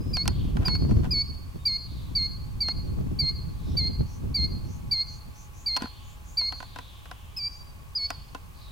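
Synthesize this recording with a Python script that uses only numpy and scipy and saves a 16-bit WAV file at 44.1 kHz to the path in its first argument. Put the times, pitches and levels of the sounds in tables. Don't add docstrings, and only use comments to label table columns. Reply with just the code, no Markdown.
import sys
import numpy as np
from scipy import signal
from scipy.fft import rfft, irfft, next_fast_len
from scipy.io import wavfile

SR = 44100
rng = np.random.default_rng(int(sys.argv[2]) if len(sys.argv) > 2 else 0)


def put_to_file(sound):
    columns = np.atleast_2d(sound).T
    safe = np.clip(columns, -1, 1)
    whole_steps = np.round(safe * 32767)
    wavfile.write(sys.argv[1], SR, whole_steps.astype(np.int16))


N = 384111
TIME = np.arange(N) / SR

# frequency in Hz, relative dB.
RUMBLE_SPECTRUM = [(15, -7), (28, -8), (45, -0.5), (75, 1.5), (110, -3.5), (160, -11.5), (250, -28),
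                   (500, -59.5), (1000, -78)]
FLUTTER_SPECTRUM = [(70, -16), (130, 7), (200, 2), (300, -7), (450, -17), (700, -27.5), (1200, -36.5),
                    (2500, -45.5), (6000, -47), (16000, -91)]
# frequency in Hz, side minus mid in dB.
WIND_STEREO = [(25, -30), (60, -5.5), (120, -0.5), (200, 0), (400, 6.5), (700, 5), (1500, 2)]


def killdeer(crest_s=0.01176, fall_s=0.019, hold_from_s=0.052, lift_s=0.019, rise_hz=32.8, lift_hz=71):
    # start and length in seconds, crest and held pitch in Hz, crest and held level in dB,
    # swell in dB, boost of the other partials at the crest in dB.
    calls = [(0.131, 0.099, 4900, 4316, -28, -29, 2, 4), (0.65, .118, 4906, 4340, -26, -30, 2.5, 5),
             (1.106, .12, 4960, 4407, -25, -26, 2, 2.5), (1.652, 0.12, 4762, 4258, -21, -28, 1, 1.5),
             (2.15, .12, 4656, 4250, -22, -27.5, 0.5, -3), (2.603, .12, 4710, 4246, -23.5, -31.5, 3.5, .5),
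             (3.187, 0.12, 4700, 4230, -22.5, -30.5, 5, 0), (3.767, .12, 4670, 4200, -23, -28.5, 0.5, 0),
             (4.342, .12, 4703, 4226, -24, -28.5, 2, 2), (4.91, 0.1188, 4700, 4227, -21.5, -29, 3.5, 1),
             (5.659, 0.12, 4730, 4218, -24.5, -29, 1.5, 1.5),
             (6.37, .13, 4720, 4256, -21.5, -27.5, 0.5, -1.5),
             (7.363, 0.12, 5200, 4643, -32.5, -34, 5.5, 11),
             (7.95, 0.12, 5000, 4383, -25.5, -32.5, 4.5, -32)]
    # multiple of the whistle pitch, relative dB at the crest, relative dB while held.
    partials = [(.5, -26, -20.5), (1, 0, 0), (1.5, -36, -33), (2, -36, -41), (2.5, -36, -42), (3, -34, -44)]
    attack_s, release_s, push_s = 0.012, 0.015, 0.033
    catch_s, catch_width_s, catch_db = 0.038, 0.0079, 1.5
    out = np.zeros(N)
    for start, length, crest_hz, held_hz, crest_db, held_db, swell_db, boost_db in calls:
        t = np.arange(int((length + 0.0057) * SR)) / SR
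        arch = np.exp(-((t - crest_s) / fall_s) ** 2)
        hold = np.interp(t, [hold_from_s, length - lift_s], [0, 1])
        lift = np.interp(t, [length - lift_s, length], [0, 1])
        hz = held_hz + (crest_hz - held_hz) * arch + rise_hz * hold + lift_hz * lift
        scoop = 1 - 0.056 * np.exp(-t / 0.0024)
        tremor = 1 + 0.0015 * drift(210, size=len(t))
        phase = 2 * np.pi * np.cumsum(hz * scoop * tremor) / SR
        push = 1 / (1 + (t / push_s) ** 8)
        catch = np.exp(-((t - catch_s) / catch_width_s) ** 2)
        effort_db = held_db + (crest_db - held_db) * push - catch_db * catch + swell_db * hold
        attack = np.sin(np.pi / 2 * np.clip(t / attack_s, 0, 1))
        release = np.clip((t[-1] - t) / release_s, 0, 1)
        voice = sum(from_db(held + (crest - held + boost_db * (k != 1)) * arch) * np.sin(k * phase)
                    for k, crest, held in partials)
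        add(out, start, np.sqrt(2) * from_db(effort_db) * attack * release * voice)
    return out


def rocky_shore(call, t60_s=0.75, wash_db=-18, side_db=-7, build_s=0.078):
    # delay in seconds, level in dB.
    boulders = [(.012, -22), (.02, -20), (.031, -30.5), (0.079, -46.5), (0.093, -20), (.16, -27.5)]
    t = np.arange(SR) / SR
    envelope = from_db(-60 * t / t60_s) * np.clip(t / build_s, 0, 1)
    mid, side = rng.standard_normal((2, SR)) * envelope
    side *= from_db(side_db)
    response = from_db(wash_db) * np.array([mid + side, mid - side]) / np.linalg.norm(mid)
    for delay, db in boulders:
        response[:, int(delay * SR)] += from_db(db)
    return signal.fftconvolve(call[None], response, axes=1)[:, :N]


def wind(gust_db=1.5, gusts_per_s=7, lumpy_db=3, lumps_per_s=30, flutter_growth=1.526):
    # time in seconds, relative level in dB.
    strength = [(0.0, -28.5), (0.27, -28.5), (0.53, -24), (0.66, -27.5), (1.0, -24), (1.42, -37.5),
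                (1.799, -38.5), (2.06, -33.5), (2.66, -36), (2.821, -32), (3.02, -29.0), (3.48, -36),
                (3.78, -27.5), (4.12, -35.5), (4.4, -29), (5.0, -39), (5.5, -45.5), (8.699, -46)]
    times, db = np.transpose(strength)
    wind_db = np.interp(TIME, times, db) + gust_db * drift(gusts_per_s)
    lean_left = from_db([[0.1], [-0.1]])
    rumble = from_db(wind_db - 2) * stereo_noise(RUMBLE_SPECTRUM, WIND_STEREO) * lean_left
    flutter_db = -45 + flutter_growth * (wind_db - db.mean()) + lumpy_db * drift(lumps_per_s)
    return rumble + from_db(flutter_db) * stereo_noise(FLUTTER_SPECTRUM, WIND_STEREO)


def buffets(spike_s=0.0008, suction_s=0.0034, swirl_s=0.021, far_port_db=-10):
    # time in seconds, relative level in dB, port (0 left, 1 right).
    eddies = [(0.609, -13.5, 0), (.823, -11.5, 1), (0.851, -10, 0), (.97, -12, 1), (1.56, -20.5, 0),
              (2.788, -20, 1), (2.989, -18, 0), (3.24, -23.5, 1), (3.754, -16.5, 1), (4.009, -10, 1),
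              (4.551, -25, 0), (4.799, -30, 1), (5.289, -27.5, 0)]
    out, t = np.zeros((2, N)), np.arange(-4096, 4096) / SR
    pulse = np.exp(-np.abs(t) / spike_s) - spike_s / suction_s * np.exp(-np.abs(t) / suction_s)
    for time, db, port in eddies:
        ports = np.roll([1, -from_db(far_port_db)], round(port))
        rumble = from_db(-14) * stereo_noise(RUMBLE_SPECTRUM, WIND_STEREO, size=len(t))
        flutter = from_db(-21) * stereo_noise(FLUTTER_SPECTRUM, WIND_STEREO, size=len(t))
        swirl = (rumble + flutter) * np.exp(-(t / swirl_s) ** 2)
        add(out, time + t[0], from_db(db) * (np.outer(ports, pulse) + swirl))
    return out


def finger_clicks(grit_db=-17, contact_s=0.0037, rattle_db=-19, rattle_s=0.031, crack_s=0.002):
    # start in seconds, relative level in dB, hardness (extra level of the crack) in dB.
    clicks = [(0.169, -31, 0), (0.256, -34.5, -10), (0.278, -26.5, 6), (0.569, -31, -18), (0.654, -44, -4),
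              (0.682, -27, -12), (0.752, -36, -7), (0.91, -39, -13), (1.033, -42, -27), (1.044, -37, -32),
              (2.685, -29.5, -9), (5.765, -25.5, -1.5), (5.772, -30, -2), (5.821, -31, -7),
              (6.413, -39.5, -9), (6.523, -32, -15), (6.603, -34.5, -19), (6.627, -35, -30),
              (6.76, -34, -16), (6.787, -33, -14), (7.056, -43, -25), (7.113, -34.5, -10.5),
              (8.104, -27, -3.5), (8.348, -31, -23)]
    # frequency in Hz, relative level in dB.
    crack_spectrum = [(1200, -30), (2500, 7.5), (3800, -2), (5200, 13.5), (6800, -3), (8300, 2),
                      (11500, -9.5), (16000, -21)]
    # frequency in Hz, side minus mid in dB.
    crack_stereo = [(2000, -24), (9000, -14)]
    out, t = np.zeros((2, N)), np.arange(4096) / SR
    strike = slice(0, 220)
    grit_decay = np.exp(-t / contact_s) + from_db(rattle_db) * np.exp(-t / rattle_s)
    for start, db, hardness_db in clicks:
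        grit = rng.standard_normal((2, len(t))) * grit_decay
        body = shell((t == 0) + from_db(grit_db) * grit)
        crack = stereo_noise(crack_spectrum, crack_stereo, size=len(t)) * np.exp(-t / crack_s)
        add(out, start, from_db(db - 2) * body / np.std(body[:, strike]))
        add(out, start, from_db(db + hardness_db - 3) * crack / np.std(crack[:, strike]))
    return out


def grip(thump_hz=245, thump_s=0.0051, push_s=0.0004, grain_db=6, grains_per_s=130):
    # start in seconds, relative level in dB.
    bumps = [(5.821, -21), (5.843, -22.5)]
    # start and length in seconds, level in dB.
    scuffs = [(0.577, 0.17, -45.5), (1.02, 0.062, -46.5), (5.772, 0.12, -44)]
    out, t = np.zeros((2, N)), np.arange(4096) / SR
    thump = np.sin(2 * np.pi * thump_hz * t) * np.exp(-t / thump_s) * (1 - np.exp(-t / push_s))
    for start, db in bumps:
        add(out, start, from_db(db) * thump)
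    for start, length, db in scuffs:
        size = int(length * SR)
        friction = rng.standard_normal((2, size)) * from_db(grain_db * drift(grains_per_s, size=size))
        add(out, start, from_db(db) * rms_one(shell(friction * np.hanning(size))))
    return out


def shell(force):
    # frequency and width in Hz, gain in dB.
    modes = [(274, 35, 1), (461, 53, -3.5), (719, 130, 1.5), (866, 76, 2.5), (1014, 50, 6),
             (1364, 134, 0.5), (1507, 204, -0.5), (1954, 116, -5.5), (2590, 760, -9.5), (2696, 67, -5),
             (3070, 1350, -39)]
    return sum((-1) ** k * from_db(db) * resonate(force, hz, width_hz)
               for k, (hz, width_hz, db) in enumerate(modes))


def far_birds(gain_db=2):
    # start in seconds, middle pitch in Hz, relative level in dB.
    chips = [(3.63, 5370, -60), (4.05, 5950, -57), (4.65, 6150, -57.5), (5.05, 6290, -56.5),
             (5.33, 6280, -56), (5.52, 6520, -56), (6.01, 6850, -60), (6.23, 6780, -57), (6.52, 6420, -64),
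             (7.47, 6300, -63)]
    # start and length in seconds, middle pitch in Hz, relative dB.
    slurs = [(0.262, 0.32, 3330, -54), (1.785, 0.4, 3870, -56.5), (3.518, 0.44, 3710, -58),
             (5.722, .52, 3250, -57.5), (6.52, 0.63, 3630, -55), (6.849, .66, 3130, -60),
             (7.897, 0.49, 3290, -62.5), (8.524, 0.23, 4150, -56)]
    # start and length in seconds, middle pitch in Hz, glide in octaves, relative dB.
    whistles = [(-.06, .31, 5120, 0.12, -57.5), (1.577, 0.16, 3700, .02, -61.5),
                (8.613, 0.14, 3820, -0.061, -57)]
    out = np.zeros((2, N))
    for start, hz, db in chips:
        add(out, start, from_db(db) * far_call(0.16, hz, octaves=0.18, blur_hz=800))
    for start, length, hz, db in slurs:
        add(out, start, from_db(db) * far_call(length, hz, octaves=-0.21, blur_hz=780))
    for start, length, hz, octaves, db in whistles:
        add(out, start, from_db(db) * far_call(length, hz, octaves, blur_hz=30))
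    return from_db(gain_db) * out


def far_call(length_s, middle_hz, octaves, blur_hz, side_db=-7):
    along = np.linspace(0, 1, int(length_s * SR))
    hz = middle_hz * 2 ** (octaves * (along - 0.5))
    mid = blurred_tone(hz, blur_hz)
    side = from_db(side_db) * blurred_tone(hz, blur_hz)
    return np.sin(np.pi * along) ** 0.97 * np.array([mid + side, mid - side])


def camera_motor(fade_s=0.23, waver_hz=2, spin_up_s=0.3):
    # centre and nominal width in Hz, level in dB.
    whir_bands = [(1123, 63, -65), (1050, 160, -67), (1556, 200, -73.5)]
    # pitch in Hz, level in dB, start and stop in seconds, share by which it starts flat.
    whines = [(844, -67, 2.2, 6.9, 0.0017), (840, -71, 6.74, 12, 0), (980, -70, 2.5, 2.9, .08),
              (953, -72, 3.7, 5, 0.041), (6380, -80.5, 0.514, 12, 0.0021)]
    out = np.zeros((2, N))
    for hz, width_hz, db in whir_bands:
        band = resonate(rng.standard_normal((2, N)), hz, 1.34 * width_hz)
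        band = resonate(band, hz, 1.34 * width_hz)
        out += from_db(db) * rms_one(band)
    for hz, db, start, stop, flat in whines:
        running = np.clip(np.minimum(TIME - start, stop - TIME) / fade_s, 0, 1)
        speed = 1 - flat * np.exp(-np.maximum(TIME - start, 0) / spin_up_s)
        pitch = hz * speed + waver_hz * drift(5.5)
        out += np.sqrt(2) * from_db(db) * running * np.sin(2 * np.pi * np.cumsum(pitch) / SR)
    return out


def open_air(hiss_db=-58, deep_db=-50.5):
    # frequency in Hz, relative level in dB.
    hiss_spectrum = [(150, -34), (250, 0), (380, -4), (674, -4.5), (775, -5), (831, -1), (906, -5),
                     (1100, -0.5), (1330, -8.5), (1910, -12.5), (2530, -8.5), (2670, -11), (5440, -15),
                     (14900, -16.5), (16000, -17.5)]
    deep_spectrum = [(15, -5.5), (30, 0), (55, 2.5), (90, -7), (150, -21), (300, -46.5)]
    # frequency in Hz, side minus mid in dB.
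    hiss_stereo = [(300, -3), (700, 0.5), (1200, -1.5), (2400, 5.5), (4400, -4), (8000, -4), (15000, -18.5)]
    hiss = from_db(hiss_db) * stereo_noise(hiss_spectrum, hiss_stereo)
    return hiss + from_db(deep_db) * stereo_noise(deep_spectrum, WIND_STEREO)


def from_db(db):
    return 10 ** (np.asarray(db) / 20)


def rms_one(x):
    return x / np.sqrt(np.mean(x ** 2) + 1e-20)


def at_hz(points, hz):
    point_hz, value = np.transpose(points)
    return np.interp(np.log(np.maximum(hz, 1)), np.log(point_hz), value)


def add(track, start_s, sound):
    start = round(start_s * SR)
    first, last = max(start, 0), min(start + sound.shape[-1], N)
    track[..., first:last] += sound[..., first - start:last - start]


def resonate(x, hz, width_hz):
    radius = np.exp(-np.pi * width_hz / SR)
    feedback = [1, -2 * radius * np.cos(2 * np.pi * hz / SR), radius ** 2]
    return signal.lfilter(np.array([1, 0, -1]) * (1 - radius ** 2) / 2, feedback, x)


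def drift(rate_hz, size=N, order=6):
    length = next_fast_len(size + 8192)
    hz = np.arange(length // 2 + 1) * SR / length
    spectrum = rfft(rng.standard_normal(length)) / np.sqrt(1 + (hz / rate_hz) ** order)
    return rms_one(irfft(spectrum, length))[:size]


def stereo_noise(spectrum, width, size=N):
    length = next_fast_len(size)
    hz = np.arange(length // 2 + 1) * SR / length
    mid, side = rfft(rng.standard_normal((2, length))) * from_db(at_hz(spectrum, hz))
    mid = irfft(mid, length)
    side = irfft(side * from_db(at_hz(width, hz)), length)
    return np.array([mid + side, mid - side])[:, :size] / np.std(mid)


def blurred_tone(hz, blur_hz):
    phase = 2 * np.pi * np.cumsum(hz) / SR
    parts = (drift(blur_hz / 2, size=len(hz), order=3) * wave(phase) for wave in (np.cos, np.sin))
    return sum(parts) / np.sqrt(2)


def scene():
    bird = killdeer()
    shore = (bird + rocky_shore(bird)) * from_db([[-0.45], [0.45]])
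    background = open_air() + far_birds()
    return shore + background + wind() + buffets() + camera_motor() + finger_clicks() + grip()


def record(dry):
    cutoff_hz = 15950
    return signal.sosfilt(signal.ellip(10, 0.1, 80, cutoff_hz, fs=SR, output="sos"), dry)


dry = scene()
out = record(dry)
put_to_file(out)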